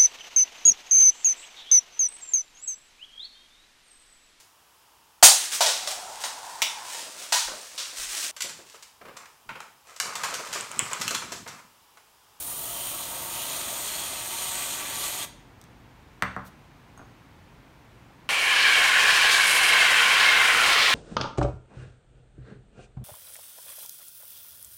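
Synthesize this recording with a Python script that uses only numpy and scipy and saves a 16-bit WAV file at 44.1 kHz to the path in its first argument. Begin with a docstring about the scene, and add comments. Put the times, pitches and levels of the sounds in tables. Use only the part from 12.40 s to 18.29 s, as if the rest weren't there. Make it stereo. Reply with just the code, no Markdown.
"""Whipped cream from a can

Cream is sprayed from an aerosol can into a tall glass in a small kitchen: gas hisses through the nozzle,
bubbles excite spout and glass. Then the can clicks in the hand, is knocked down on a tiled counter and
rocks once, and fingers tap a small bowl, each ringing its own modes. Ventilation murmurs underneath."""
import sys
import numpy as np
from scipy import signal
from scipy.fft import rfft, irfft, next_fast_len
from scipy.io import wavfile

SR = 44100
rng = np.random.default_rng(int(sys.argv[2]) if len(sys.argv) > 2 else 0)


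def dump_mix(stems):
    """Bounce the given channels to the path in sys.argv[1] as a 16-bit WAV at rate SR."""
    frames = np.atleast_2d(stems).T  # one column per channel
    limited = np.clip(frames, -1, 1)  # hard clip at full scale
    pcm = np.round(limited * 32767).astype(np.int16)
    wavfile.write(sys.argv[1], SR, pcm)


N = 259749
TIME = np.arange(N) / SR
VALVE_SHUT_S, VALVE_CLOSING_S = 2.861, 0.014


def from_db(db):
    return 10 ** (np.asarray(db) / 20)


def unit_rms(x):
    return x / np.sqrt(np.mean(x ** 2) + 1e-20)


def at_hz(points, hz):
    """Table lookup on a log-frequency axis."""
    freqs_hz, values = np.transpose(points)
    return np.interp(np.log(np.maximum(hz, 1)), np.log(freqs_hz), values)


def noise(spectrum):
    """Noise shaped by a spectrum; rms 1."""
    size = next_fast_len(N)
    gain = from_db(at_hz(spectrum, np.arange(size // 2 + 1) * SR / size))
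    return unit_rms(irfft(rfft(rng.standard_normal(N), size) * gain, size)[:N])


def drift(rate_hz):
    """Random wander; standard deviation 1."""
    return np.interp(TIME * rate_hz, np.arange(8000), rng.standard_normal(8000)) * np.sqrt(3 / 2)


def lowpass(x, hz, order=2):
    return signal.sosfilt(signal.butter(order, hz, fs=SR, output="sos"), x + 1e-18)


def resonate(x, modes):
    """Parallel band-passes of alternating sign; rms 1."""
    out = 0
    for k, (hz, width_hz, db) in enumerate(modes):
        r, w = np.exp(-np.pi * width_hz / SR), 2 * np.pi * hz / SR
        band = signal.lfilter(np.array([1, 0, -1]) * (1 - r * r) / 2, [1, -2 * r * np.cos(w), r * r], x)
        out += (-1) ** k * from_db(db) * band
    return unit_rms(out)


def ring(clicks, modes):
    """Each click starts one decaying sine per mode."""
    out = 0
    for k, (hz, db, t60_s) in enumerate(modes):
        r, w = from_db(-60 / (t60_s * SR)), 2 * np.pi * hz / SR
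        mode = signal.lfilter([np.sin(w)], [1, -2 * r * np.cos(w), r * r], clicks + 1e-18)
        out += (-1) ** k * from_db(db) * mode
    return out


def click(start_s, db):
    return from_db(db) * (np.arange(N) == round(start_s * SR))


def swell(centre_s, sigma_s):
    return np.exp(-0.5 * ((TIME - centre_s) / sigma_s) ** 2)


# air rush: freq_hz, density_db
VENT_SPECTRUM = [(20, -34), (45, -2), (80, -4), (140, -2.5), (200, -8), (255, -6), (400, -13), (570, -16),
                 (960, -13), (1300, -17.5), (2300, -20.5), (4500, -30), (9000, -37.5), (15500, -41)]
# motor hum: pitch_hz, level_db
MOTOR_TONES = [(43, -68.5), (118.4, -63)]

def ventilation(rush_db=-52.72):
    """Steady rush of air with a wavering motor hum."""
    hum = 0
    for hz, db in MOTOR_TONES:
        peak = np.sqrt(2) * from_db(db + 1.1 * drift(6.1))
        hum += peak * np.sin(2 * np.pi * hz * TIME + drift(4.8))
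    return from_db(rush_db) * noise(VENT_SPECTRUM) + hum


# near surfaces: delay_s, gain_db
EARLY_ECHOES = [(.0044, -8.5), (.0108, -11), (.0118, -19), (0.017, -32), (0.028, -27)]
# tail decay: freq_hz, t60_s
TAIL_DECAY = [(100, 0.88), (1200, 0.29), (4000, 0.59), (9000, 0.36), (16000, 0.14)]
# tail strength: freq_hz, gain_db
TAIL_GAIN = [(100, -1.5), (1500, -3), (4000, -6.5), (9000, -9.5), (16000, -4)]

def kitchen(x, stretch=1, onset_s=0.0034, build_s=0.0077):
    """Echoes off near surfaces and a diffuse tail that dies soonest at the top."""
    t = TIME[:SR * 3 // 5]
    build = np.clip((t - onset_s) / build_s, 0, 1)
    edges_hz = np.geomspace(50, 18000, 13)
    tail = 0
    for low, high in zip(edges_hz, edges_hz[1:]):
        hz = np.sqrt(low * high)
        bandpass = signal.butter(2, [low, high], "band", fs=SR, output="sos")
        band = signal.sosfilt(bandpass, rng.standard_normal(len(t)))
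        decay = build * from_db(-60 * t / at_hz(TAIL_DECAY, hz))
        tail += from_db(at_hz(TAIL_GAIN, hz)) * band * decay / np.linalg.norm(decay)
    echoes = sum(click(delay_s * stretch, db) for delay_s, db in EARLY_ECHOES)[:len(t)]
    return signal.oaconvolve(x, tail + lowpass(echoes, hz=7900))[:N]


# fingers on the bowl: start_s, ring_db, bump_db
BOWL_TAPS = [(4.5757, -51, -26.5), (4.5935, -80, -24.5), (4.5985, -78, -25), (4.6155, -78, -24.5)]
# bowl wall: pitch_hz, gain_db, t60_s
BOWL_MODES = [(6500, 2.5, .045), (6490, -17, .55), (8300, -6, .035), (8850, -5, .02), (10750, -8, .03),
              (13200, -12, .02)]
# bowl against tiles: pitch_hz, gain_db, t60_s
BUMP_MODES = [(110, -21, 0.097), (270, -21, 0.064), (730, -17, .015), (1085, -18, 0.022),
              (1470, -18, 0.022)]

def bowl():
    """A fingernail rings the bowl, which bumps dully on the tiles."""
    nail = sum(click(start_s, ring_db) for start_s, ring_db, _ in BOWL_TAPS)
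    bumps = sum(click(start_s, bump_db) for start_s, _, bump_db in BOWL_TAPS)
    return ring(nail, BOWL_MODES) + ring(bumps, BUMP_MODES)


# sharp contacts: start_s, level_db
CRACK_HITS = [(3.2148, -35), (3.24, -40), (3.8235, -18.5), (3.8318, -35), (3.8397, -38), (3.9637, -41),
              (4.063, -46), (4.5757, -52)]
# contact ring: pitch_hz, gain_db, t60_s
CRACK_MODES = [(3500, -11.5, 0.0056), (5850, -2.5, 0.0022), (8430, -4, 0.0035), (12100, -7.5, 0.0015),
               (15000, -12, .003)]
# fingers leaving the can: centre_s, sigma_s, level_db
FINGER_SLIDES = [(4.053, .004, -62), (4.072, 0.012, -53)]
# skin friction: freq_hz, density_db
SKIN_SPECTRUM = [(1500, -22), (4000, 0.5), (8000, -1), (11000, 1), (16000, 1)]

def handling():
    """Dry cracks of can, rim and fingernail; skin brushes off the can."""
    hits = sum(click(start_s, db) for start_s, db in CRACK_HITS)
    slides = sum(from_db(db) * swell(centre_s, sigma_s) for centre_s, sigma_s, db in FINGER_SLIDES)
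    return ring(hits, CRACK_MODES) + slides * noise(SKIN_SPECTRUM)


# can on counter: start_s, level_db, cutoff_hz, thump_db
CAN_BLOWS = [(3.8232, -1, 5040, 4), (3.9640, -7, 1510, 1)]
# can body and tiles: pitch_hz, gain_db, t60_s
CAN_MODES = [(670, -18, 0.0068), (1063, -16, 0.021), (1290, -8, 0.0074), (1900, -6.5, 0.0059),
             (2390, -25, 0.029), (2650, -19.5, 0.0057), (4510, -24.5, 0.0077), (1166, -37.5, 0.37),
             (1280, -46, .14), (1500, -34, 0.31), (1840, -46, 0.22), (1820, -52, 0.25)]

def can_knocks():
    """The rim hits the tiles hard, then the can rocks flat with a softer blow."""
    force = sum(lowpass(click(start_s, db), hz, order=4) for start_s, db, hz, _ in CAN_BLOWS)
    return ring(force, CAN_MODES)


# counter top on its cabinet: pitch_hz, gain_db, t60_s
COUNTER_MODES = [(74.5, -45.5, 0.87), (117.4, -42, 0.55), (187.5, -37.5, 0.4), (253.3, -44, 0.4),
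                 (336, -44, 0.16), (460, -40, 0.13), (582, -48, 0.29), (747, -42.5, 0.25),
                 (862, -45.5, 0.38), (960, -49, 0.15)]

def counter():
    """Each blow of the can makes the counter top boom."""
    return ring(sum(click(start_s, thump_db) for start_s, _, _, thump_db in CAN_BLOWS), COUNTER_MODES)


# flow set by finger pressure: time_s, level_db
VALVE_FLOW = [(0.0, -36), (0.48, -33.5), (0.67, -36.5), (1.15, -33), (1.32, -33.5), (1.48, -33),
              (1.8, -35.5), (2.02, -32), (2.33, -32.5), (2.41, -36.5), (2.63, -32.5), (2.83, -34.5),
              (2.85, -37.5)]
# jet parts by name: wet_db, db_per_flow_db, dry_offset_db, settle_s
JET_PARTS = {"gurgle": (-44, 0, -9, 0.26), "foam": (-38.5, 0.86, -9, 0.63),
             "splutter": (-43.5, 0.2, -15.5, 0.76), "gas": (-38.5, 0.8, 1, 2.5),
             "sizzle": (-52.5, 0.7, 15, 1.9), "nozzle": (-40.5, 1.1, 6, 0.04)}

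def jet_gain(part, flicker_db, flicker_hz, usual_flow_db=-34):
    """One part of the jet follows the flow and settles as cream displaces the dry gas."""
    wet_db, db_per_flow_db, dry_offset_db, settle_s = JET_PARTS[part]
    flow_db = np.interp(TIME, *np.transpose(VALVE_FLOW)) - usual_flow_db
    level_db = wet_db + db_per_flow_db * flow_db + dry_offset_db * np.exp(-TIME / settle_s)
    return from_db(level_db + flicker_db * drift(flicker_hz))


def froth(bursts_per_s, spread_db, gas_db):
    """Tiny bubbles of uneven size burst in a smooth gas flow; rms 1."""
    sizes = from_db(spread_db * np.minimum(rng.exponential(1, N), 4)) * rng.choice([-1, 1], N)
    bursts = unit_rms(sizes * (rng.random(N) < bursts_per_s / SR))
    return unit_rms(bursts + from_db(gas_db) * rng.standard_normal(N))


# hollow of glass and cream: pitch_hz, width_hz, gain_db
GLASS_MODES = [(286, 84, -5.5), (368, 85, -5.5), (567, 127, -4), (696, 68, 1), (915, 60, 1),
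               (1150, 93, -1.5), (1323, 94, -5)]
# foam-filled spout: pitch_hz, width_hz, gain_db
SPOUT_MODES = [(3104, 520, -1.5), (4170, 840, -2.5), (6050, 1110, -4.5), (6980, 430, 0.5)]
# wet tip: pitch_hz, width_hz, gain_db
TIP_MODES = [(1516, 370, -2), (2004, 160, 3.5), (2407, 280, 2), (2790, 300, -2)]

def cream():
    """Frothing cream excites glass and spout and splutters at the tip."""
    bubbles = froth(bursts_per_s=5000, spread_db=2.5, gas_db=-1.5)
    gurgle = jet_gain("gurgle", flicker_db=0.61, flicker_hz=25.04) * resonate(bubbles, GLASS_MODES)
    foam = jet_gain("foam", flicker_db=0.72, flicker_hz=29.8) * resonate(bubbles, SPOUT_MODES)
    splutter_gain = jet_gain("splutter", flicker_db=0.95, flicker_hz=35.4)
    tip_bubbles = froth(bursts_per_s=1800, spread_db=3, gas_db=-4)
    return gurgle + foam + splutter_gain * resonate(tip_bubbles, TIP_MODES)


# gas hiss: freq_hz, density_db
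GAS_SPECTRUM = [(300, -10), (1800, -13.5), (5000, -9), (9000, 1.5), (11400, 0), (13100, -1), (14200, -5.5),
                (16000, -15.5)]

def gas_jet(sizzle_hz=14600, width_hz=1300):
    """Gas hisses broadly and, while dry, sizzles at the very top."""
    sizzle_gain = jet_gain("sizzle", flicker_db=0.8, flicker_hz=25)
    sizzle = sizzle_gain * resonate(rng.standard_normal(N), [(sizzle_hz, width_hz, 0)])
    return sizzle + jet_gain("gas", flicker_db=0.5, flicker_hz=35.1) * noise(GAS_SPECTRUM)


# nozzle resonance: time_s, pitch_hz
NOZZLE_GLIDE = [(0.0, 9530), (0.71, 8820), (1.02, 9240), (1.32, 8510), (2.05, 8750), (2.16, 8320),
                (2.41, 8640), (2.85, 8360)]

def nozzle(wander_hz=130):
    """Narrow-band turbulence rides a resonance that sinks as cream lines the nozzle."""
    pitch_hz = np.interp(TIME, *np.transpose(NOZZLE_GLIDE)) + wander_hz * drift(35)
    phase = 2 * np.pi * np.cumsum(pitch_hz) / SR
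    inphase, quadrature = lowpass(rng.standard_normal((2, N)), hz=533)
    band = unit_rms(inphase * np.cos(phase) + quadrature * np.sin(phase))
    return jet_gain("nozzle", flicker_db=0.83, flicker_hz=70) * band


# brief whistles: centre_s, sigma_s, pitch_hz, width_hz, level_db
WHISTLE_BANDS = [(0.083, .025, 9450, 500, -37), (0.43, 0.15, 3120, 378, -45),
                 (.99, 0.053, 2900, 450, -42.5), (1.17, 0.065, 3700, 648, -45.5),
                 (1.59, 0.068, 3290, 120, -43), (1.541, 0.087, 4230, 140, -46), (1.48, .13, 6950, 350, -45),
                 (2.039, 0.042, 8850, 324.1, -40), (2.18, 0.081, 8280, 250, -40),
                 (2.67, 0.088, 11450, 833.3, -42), (2.815, 0.011, 3320, 183.6, -38)]

def whistles():
    """Brief whistles swell and fade at different pitches during the spray."""
    out = 0
    for centre_s, sigma_s, hz, width_hz, db in WHISTLE_BANDS:
        band = resonate(rng.standard_normal(N), [(hz, width_hz, 0)])
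        out += from_db(db) * swell(centre_s, sigma_s) * band
    return out


def spray():
    """The whole jet stutters together until the valve shuts."""
    jet = cream() + gas_jet() + nozzle() + whistles()
    stutter_db = 0.28 * drift(39.7) + 0.77 * drift(300)
    valve = np.clip((VALVE_SHUT_S - TIME) / VALVE_CLOSING_S, 0, 1)
    return valve * from_db(stutter_db) * jet


def circling(x, positions=7, room_db=-3.5):
    """The hand circles over the glass: the spray crossfades between sets of room paths."""
    place = np.minimum(TIME / VALVE_SHUT_S, 1) * (positions - 1)
    room = 0
    for k in range(positions):
        share = np.sqrt(np.clip(1 - np.abs(place - k), 0, 1))
        room += kitchen(x * share, stretch=rng.uniform(0.8, 1.3))
    return x + from_db(room_db) * room


def scene():
    """Mono mix on both channels; each contact has its own room send."""
    knocks, cracks, taps = can_knocks(), handling(), bowl()
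    send = from_db(0.5) * knocks + from_db(-2) * lowpass(cracks, hz=11500) + from_db(-0.5) * taps
    contacts = knocks + cracks + taps + kitchen(send) + counter()
    mono = circling(spray()) + contacts + ventilation()
    return np.array([mono, mono])


# microphone port: centre_hz, width_hz, gain_db
TREBLE_DIPS = [(5300, 390, -0.5), (7680, 180, -3), (10550, 690, -6.5)]

def record(dry, cutoff_hz=15720):
    """The microphone port notches the treble; a steep low-pass cuts the top."""
    for hz, width_hz, db in TREBLE_DIPS:
        band = signal.lfilter(*signal.iirpeak(hz, hz / width_hz, fs=SR), dry)
        dry = dry + (from_db(db) - 1) * band
    return signal.sosfilt(signal.ellip(12, 0.1, 80, cutoff_hz, fs=SR, output="sos"), dry)


dry = scene()
out = record(dry)
dump_mix(out)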